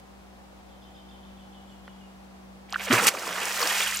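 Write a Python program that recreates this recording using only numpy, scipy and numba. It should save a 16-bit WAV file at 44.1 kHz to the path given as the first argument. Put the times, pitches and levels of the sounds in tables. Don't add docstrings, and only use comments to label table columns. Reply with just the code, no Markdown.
import sys
import numpy as np
from scipy import signal
from scipy.fft import rfft, irfft
from scipy.io import wavfile
from scipy.ndimage import uniform_filter1d
from numba import njit

SR = 44100
rng = np.random.default_rng(int(sys.argv[2]) if len(sys.argv) > 2 else 0)


def voltage_ratio(level):
    return 10 ** (np.asarray(level, float) / 20)


def unload_wav(signal):
    wavfile.write(
        sys.argv[1],
        SR,
        np.round(np.clip(np.atleast_2d(signal).T, -1, 1) * 32767).astype(np.int16),
    )


N = 176400

# start_s, churn_db, spray_db, bubble_hz
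DIVE = [(2.685, -58, -85, 2000), (2.705, -55.5, -66, 2200), (2.745, -40, -56, 2130),
        (2.776, -49, -50, 2040), (2.802, -34.5, -48.5, 1540), (2.84, -39, -38.5, 1750),
        (2.86, -42.5, -39, 1500), (2.874, -32.5, -47, 1430), (2.901, -35, -39, 1510)]
SLAP = [(2.909, -20, -38, 1205), (2.93, -19, -23.5, 1450), (2.969, -22.5, -28.5, 1300),
        (3.015, -24, -31.5, 1200), (3.045, -25.5, -26, 1060), (3.065, -23, -28, 1050),
        (3.067, -25, -19.5, 1700), (3.089, -14.5, -16, 1610), (3.098, -25.5, -26, 900)]
FALLBACK = [(3.12, -29, -32.5, 890), (3.27, -27.5, -32, 933), (3.31, -27.5, -33.5, 1094),
            (3.47, -27, -30.5, 1430), (3.53, -30.5, -30.5, 1460), (3.625, -23.5, -26.5, 1100),
            (3.66, -24.5, -27, 1175), (3.829, -27, -27.5, 2020), (4.0, -37, -36.5, 2450)]
# start_s, level_db, pitch_hz, swell_ms, glide_oct_per_swell
BUBBLES = [(1.8795, -40.5, 1850, 1.5, -.15), (2.7258, -28, 700, 3.9, 0.12), (2.7295, -27, 865, 3.8, 0.41),
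           (2.7425, -22.5, 1770, 1.3, 0.052), (2.7423, -23.5, 3100, 0.87, -0.093),
           (2.7458, -21.5, 1550, 1.4, -0.015), (2.758, -15, 1200, 2.3, 0.22),
           (2.796, -27.5, 2270, 1.1, 0.059), (2.804, -35, 1890, 3.8, 0.13), (2.863, -30, 686, 14.4, -0.35),
           (2.9, -10, 248, 11.7, 0.0034), (2.924, -13, 309, 7.7, 0.14),
           (2.918, -18.5, 118.3, 25.5, -0.0055), (3.139, -15, 546, 3.8, -0.033),
           (3.265, -33.5, 166.7, 60, 0.094), (3.615, -27, 478, 14, 0.016), (3.626, -16, 1014, 2.9, 0.099),
           (3.635, -30, 295, 19, 0.11), (3.708, -19, 1920, 2.1, -0.028), (3.872, -20, 2960, 1.7, 0.016),
           (3.923, -21, 1870, 1.8, 0.05)]
# start_s, level_db, pitch_hz, swell_ms
CRACKS = [(1.879, -29, 946, 0.27), (1.8792, -43, 3900, 0.15), (2.6965, -34, 3800, .2),
          (2.7045, -31, 11000, 0.065), (2.7335, -25, 9800, 0.072), (2.7257, -15, 4300, 0.15),
          (3.0688, -7.5, 11400, 0.52), (3.0702, -5, 8500, 0.24), (3.0702, -15, 2460, 0.34),
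          (3.0812, -5, 1990, 0.17), (3.0827, -8.5, 2570, 0.34), (3.0829, -5, 5460, 0.16),
          (3.0876, -4.5, 1650, 0.39), (3.455, -13, 10200, 0.34), (3.523, -19, 5500, 0.5),
          (3.617, -10.5, 5300, 0.21), (3.629, -14, 4500, 0.75), (3.6745, -10.5, 5400, 0.28),
          (3.949, -15.5, 9200, 0.33), (3.961, -13, 12500, 0.15), (3.9715, -16, 7000, 0.58),
          (3.991, -15, 6000, 0.18)]
# start_s, level_db, pitch_hz
TICKS = [(2.7088, -41, 7660), (2.711, -52.0, 12400), (2.7259, -50.8, 13090), (2.7331, -42, 5340),
         (2.7393, -49.5, 9470), (2.7433, -29, 4000), (2.748, -33, 3960), (2.7966, -33, 4310),
         (2.797, -34, 12500), (2.8376, -30, 11710), (2.8405, -30, 7070), (2.8532, -32, 8100),
         (2.9058, -29, 12060), (2.9276, -12, 4000), (2.928, -24.5, 10510), (2.9345, -21, 4820),
         (2.9446, -27, 8700), (2.9548, -20.1, 7750), (3.0495, -15, 8500), (3.187, -21, 4480),
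         (3.2665, -28.4, 11160), (3.2741, -21.4, 4650), (3.3278, -20.0, 5680), (3.4551, -16, 5960),
         (3.4831, -19.5, 7235), (3.5672, -29, 11890), (3.6144, -15, 14640), (3.6256, -14.5, 5510),
         (3.6724, -24.3, 14300), (3.7457, -23.0, 11890), (3.7773, -26, 14900), (3.8339, -15, 9130),
         (3.8415, -19, 7200), (3.8763, -30.2, 13780), (3.8771, -22, 9130), (3.9333, -20, 6660)]
# start_s, level_db, pitch_hz
POPS = [(2.9118, -26, 2470), (2.9194, -14, 1550), (2.9212, -19, 3000), (2.9274, -17, 2450),
        (2.9314, -15, 530), (2.9368, -31, 3180), (2.9386, -8.5, 1170), (2.9437, -20.5, 2620),
        (2.96, -15.3, 1030), (2.9956, -22, 1870), (3.0329, -27, 2766), (3.0445, -18, 1780)]
# start_s, level_db, pitch_hz
PLOPS = [(3.0951, -27, 2710), (3.1495, -15, 1110), (3.1582, -19, 590), (3.2333, -19, 1240),
         (3.2689, -18, 1080), (3.2736, -20.3, 990), (3.2772, -17, 520), (3.2895, -27, 3180),
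         (3.4611, -24.3, 780), (3.5061, -21, 1520), (3.6034, -18, 1140), (3.6172, -22, 1560),
         (3.6988, -22, 3600), (3.7046, -20.5, 3140), (3.8044, -18, 2070), (3.8091, -18.5, 1240),
         (3.824, -18, 3360), (3.8697, -27, 1340), (3.8849, -31, 900), (3.9031, -28, 1870),
         (3.9263, -33, 1140), (3.9499, -27, 1560)]
# freq_hz, gain_db
MIC_COLOUR = [(100, -11), (1000, -1.5), (3350, 1.5), (3700, -1.5), (4600, 1.5), (8700, 1), (9500, -1.5),
              (15000, -2)]
# freq_hz, gain_db
MIC_BALANCE = [(700, 0), (1290, -3), (2380, -6), (4400, 1.5), (8120, 0), (15000, -3)]
# freq_hz, phase_rad
MIC_LEAD = [(2070, 0.016), (3450, 1.15), (3960, 0.12), (6460, -0.47), (10200, -1.32), (12300, -0.59),
            (15500, -1.4)]
# start_s, level_db, held_note_hz
PHRASES = [(.545, -71, 3150), (.685, -62, 3070), (.815, -58, 3040), (.941, -55.5, 3035), (1.085, -56, 3040),
           (1.225, -58, 3010), (1.367, -58.5, 2970), (1.52, -57.5, 2935), (1.67, -59, 2890),
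           (1.845, -59, 2880), (1.976, -64, 2840)]
# delay_s, length_s, start_ratio, end_ratio, level_db
SYLLABLES = [
    (.003, .012, 1.22, 1.02, 1),
    (.017, .008, .92, .87, -9),
    (.025, .009, 1.26, 1.01, 3),
    (.031, .05, 1.03, 1.0, -4),
]
# start_s, length_s, pitch_hz, level_db
TSEEPS = [
    (.81, .04, 5050, -68),
    (.94, .045, 5020, -67),
    (1.085, .025, 5020, -69),
    (1.67, .07, 7600, -71),
    (2.01, .016, 2880, -57),
    (2.02, .02, 2500, -64),
]
# harmonic, level_db
HUM = [(1, -56.5), (4, -66), (5, -65.5), (6, -66.5), (8, -71.5), (9, -70), (12, -67), (13, -65)]
# time_s, pitch_hz, level_db
DRONE = [(0, 197, -57.5), (.5, 194.2, -56.5), (1.3, 193.3, -52), (4, 194.6, -51)]
# freq_hz, density_db
LAKE_COLOUR = [(18, -49), (30, -42), (48, -9.5), (197, -10), (270, -15.5), (747, -11), (830, -10.5),
               (945, -12.5), (15500, -40.5)]
# freq_hz, gain_db
LAKE_SIDE = [(60, -0.5), (400, 4), (1500, -5), (5000, 0)]

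TICK_MS, POP_MS, PLOP_MS = 0.37, 1.22, 1.5
POP_GLIDE_OCT, PLOP_GLIDE_OCT = 0.023, 0.056
LOWEST_HZ = 300
CHURN_TOP_HZ, CHURN_SPREAD_OCT, CHURN_CYCLES, CHURN_GLIDE_OCT = 3900, 0.98, 1.65, 0.099
CHURN_SCATTER_DB, CHURN_WIDTH, CLUMP_DB, CLUMPS_PER_S = 1.9, 0.15, 1.6, 90
SPRAY_HZ, SPRAY_TOP_HZ, SPRAY_SPREAD_OCT, SPRAY_CYCLES = 7000, 21000, 0.83, 1.24
SPRAY_SCATTER_DB, SPRAY_WIDTH, GUST_DB, GUSTS_PER_S = 1.6, 0.35, 1.5, 160
SURGE_AT_S, SURGE_RISE_S, SURGE_DB, SURGE_T60_S, SURGE_HZ = 2.905, 0.0051, -25, 1.8, 260
SHORE_DB, SHORE_T60_S = -21, 0.033
TRILL_HZ, TRILL_DEPTH, TREES_DB, TREES_T60_S = 78, 0.4, 2.5, 0.7
HUM_HZ, LAKE_DB, LAKE_LAG_S, LAKE_LEFT_DB = 60.7, -54.5, 0.0002, 1.16
DUCK_AT_S, DUCK_DB, DUCK_ATTACK_S, DUCK_RELEASE_S = 3.085, -9.5, 0.012, 0.48
TOP_HZ, CLIP_LEVEL = 15750, 0.85

TIME_S = np.arange(N) / SR
BIN_HZ = np.arange(N // 2 + 1) * SR / N


def colour(x, gain):
    return irfft(rfft(x) * gain, N)


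def curve(table):
    hz, value = np.array(table).T
    return np.interp(np.log(BIN_HZ + 1), np.log(hz), value)


def level(x, db):
    return x * voltage_ratio(db) / np.sqrt(np.mean(x ** 2))


def walk(rate_hz):
    hold = int(SR / rate_hz)
    steps = np.repeat(rng.standard_normal(N // hold + 1), hold)
    return 1.14 * uniform_filter1d(uniform_filter1d(steps, hold), hold)[:N]


def reverberate(x, t60_s):
    tail = rng.standard_normal((2, N)) * np.exp(-np.log(1000) * TIME_S / t60_s)
    return colour(x, rfft(tail) / np.sqrt(np.sum(tail[0] ** 2)))


@njit
def rings(n, start, hz, swell, glide, left, right):
    out = np.zeros((2, n))
    for k in range(len(start)):
        phase = 0.
        step = 2 * np.pi * hz[k] / SR
        bend = 2 ** (glide[k] / swell[k])
        first = int(start[k])
        for i in range(first + 1, min(n, first + int(4 * swell[k]) + 2)):
            u = (i - start[k]) / swell[k]
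            phase += step
            step = min(step * bend, 2.8)
            s = u * np.exp((1 - u * u) / 2) * np.sin(phase)
            out[0, i] += left[k] * s
            out[1, i] += right[k] * s
    return out


def swarm(count, typical_hz, spread_oct, cycles, glide_oct, scatter_db, width, top_hz):
    when, rarity, edge = rng.random((count, 3)).T
    pitch_dev, swell_dev, pan_dev = rng.standard_normal((count, 3)).T
    first_s = DIVE[0][0]
    start_s = first_s + when * (N / SR - first_s)
    middle_hz = typical_hz(start_s)
    hz = middle_hz * 2 ** (spread_oct * pitch_dev)
    hz = np.clip(hz, LOWEST_HZ * (1 + edge), top_hz * 2 ** -edge)
    size = voltage_ratio(-scatter_db * np.log(rarity + 0.003)) * np.sqrt(hz / middle_hz)
    swell = cycles * 2 ** (0.5 * swell_dev) * SR / hz
    left, right = size * (1 + width * pan_dev), size * (1 - width * pan_dev)
    x = rings(N, start_s * SR, hz, swell, glide_oct * edge * 2, left, right)
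    return x / np.sqrt(uniform_filter1d(np.mean(x ** 2, axis=0), size=4000) + 1e-9)


def churn():
    s, db, _, bubble_hz = np.array(DIVE + SLAP + FALLBACK).T
    x = swarm(6500, lambda t: np.interp(t, s, bubble_hz), CHURN_SPREAD_OCT, CHURN_CYCLES,
              CHURN_GLIDE_OCT, CHURN_SCATTER_DB, CHURN_WIDTH, CHURN_TOP_HZ)
    return x * voltage_ratio(np.interp(TIME_S, s, db) + CLUMP_DB * walk(CLUMPS_PER_S))


def spray():
    s, _, db, _ = np.array(DIVE + SLAP + FALLBACK).T
    x = swarm(24000, lambda t: np.full_like(t, SPRAY_HZ), SPRAY_SPREAD_OCT, SPRAY_CYCLES,
              0, SPRAY_SCATTER_DB, SPRAY_WIDTH, SPRAY_TOP_HZ)
    return x * voltage_ratio(np.interp(TIME_S, s, db) + GUST_DB * walk(GUSTS_PER_S))


def alike(rows, swell_ms, glide_oct):
    return [(*row, swell_ms, glide_oct) for row in rows]


def single_hits():
    cracks = np.c_[CRACKS, np.zeros(len(CRACKS))]
    ticks = alike(TICKS, TICK_MS, 0)
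    pops = alike(POPS, POP_MS, POP_GLIDE_OCT)
    plops = alike(PLOPS, PLOP_MS, PLOP_GLIDE_OCT)
    s, db, hz, swell_ms, glide_oct = np.vstack([BUBBLES, cracks, ticks, pops, plops]).T
    return rings(N, s * SR, hz, swell_ms * SR / 1000, glide_oct, voltage_ratio(db), voltage_ratio(db))


def surge():
    age_s = TIME_S - SURGE_AT_S
    band = signal.butter(2, [SURGE_HZ / 2, SURGE_HZ * 2], "band", fs=SR, output="sos")
    heave = level(signal.sosfilt(band, rng.standard_normal(N)), SURGE_DB)
    return heave * np.clip(age_s / SURGE_RISE_S, 0, 1) * voltage_ratio(-60 * age_s.clip(0) / SURGE_T60_S)


def splash():
    x = churn() + spray() + single_hits() + surge()
    x = x + voltage_ratio(SHORE_DB) * reverberate(x, SHORE_T60_S)
    sides = np.array([[0.5], [-0.5]])
    gain = voltage_ratio(curve(MIC_COLOUR) + sides * curve(MIC_BALANCE))
    return colour(x, gain * np.exp(1j * sides * curve(MIC_LEAD)))


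def whistle(start_s, length_s, start_hz, end_hz, db):
    x = np.zeros(N)
    u = np.linspace(0, 1, int(length_s * SR))
    i = int(start_s * SR)
    phase = 2 * np.pi * np.cumsum(start_hz + (end_hz - start_hz) * u) / SR
    x[i:i + len(u)] = voltage_ratio(db) * np.sqrt(np.sin(np.pi * u).clip(0)) * np.sin(phase)
    return x


def birds():
    x = np.zeros(N)
    for s, db, hz in PHRASES:
        for delay_s, length_s, start, end, part_db in SYLLABLES:
            x += whistle(s + delay_s, length_s, hz * start, hz * end, db + part_db)
    x = x * (1 + TRILL_DEPTH * np.sin(2 * np.pi * TRILL_HZ * TIME_S + 2 * walk(12)))
    for s, length_s, hz, db in TSEEPS:
        x += whistle(s, length_s, hz, 0.98 * hz, db)
    return x + voltage_ratio(TREES_DB) * reverberate(x, TREES_T60_S)


def motor_hum():
    turn = 2 * np.pi * np.cumsum(HUM_HZ + 0.118 * walk(2.98)) / SR
    x = np.zeros(N)
    for harmonic, db in HUM:
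        waver_db = (0.6 if harmonic < 1.5 else 1.4) * walk(3.4)
        x += voltage_ratio(db + 2 + waver_db) * np.sin(round(harmonic) * turn + 6 * rng.random())
    return x


def far_drone():
    s, hz, db = np.array(DRONE).T
    pitch_hz = np.interp(TIME_S, s, hz) + 1.07 * walk(8.2)
    gain = voltage_ratio(np.interp(TIME_S, s, db) + 3.5 + 0.98 * walk(7.3))
    return gain * np.sin(2 * np.pi * np.cumsum(pitch_hz) / SR)


def lake():
    mid, side = colour(rng.standard_normal((2, N)), voltage_ratio(curve(LAKE_COLOUR)))
    gain = voltage_ratio(LAKE_DB + 0.42 * walk(0.77)) / np.std(mid)
    sides = np.array([[1], [-1]])
    wide = sides * colour(side, voltage_ratio(curve(LAKE_SIDE))) * gain
    x = mid * gain + motor_hum() + far_drone() + wide
    lag = np.exp(1j * np.pi * sides * LAKE_LAG_S * BIN_HZ)
    return colour(x * voltage_ratio(sides * LAKE_LEFT_DB / 2), lag)


def scene():
    return splash() + birds() + lake()


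def band_limit(x):
    return signal.sosfilt(signal.butter(12, 16000, fs=SR, output="sos"), x)


def record(dry):
    age_s = TIME_S - DUCK_AT_S
    duck_db = DUCK_DB * np.clip(age_s / DUCK_ATTACK_S, 0, 1) * np.exp(-age_s.clip(0) / DUCK_RELEASE_S)
    clipped = (dry * voltage_ratio(duck_db)).clip(-CLIP_LEVEL, CLIP_LEVEL)
    lowpass = signal.ellip(8, 0.2, 60, TOP_HZ, fs=SR, output="sos")
    return band_limit(signal.sosfilt(lowpass, clipped))


dry = scene()
out = record(dry)
unload_wav(out)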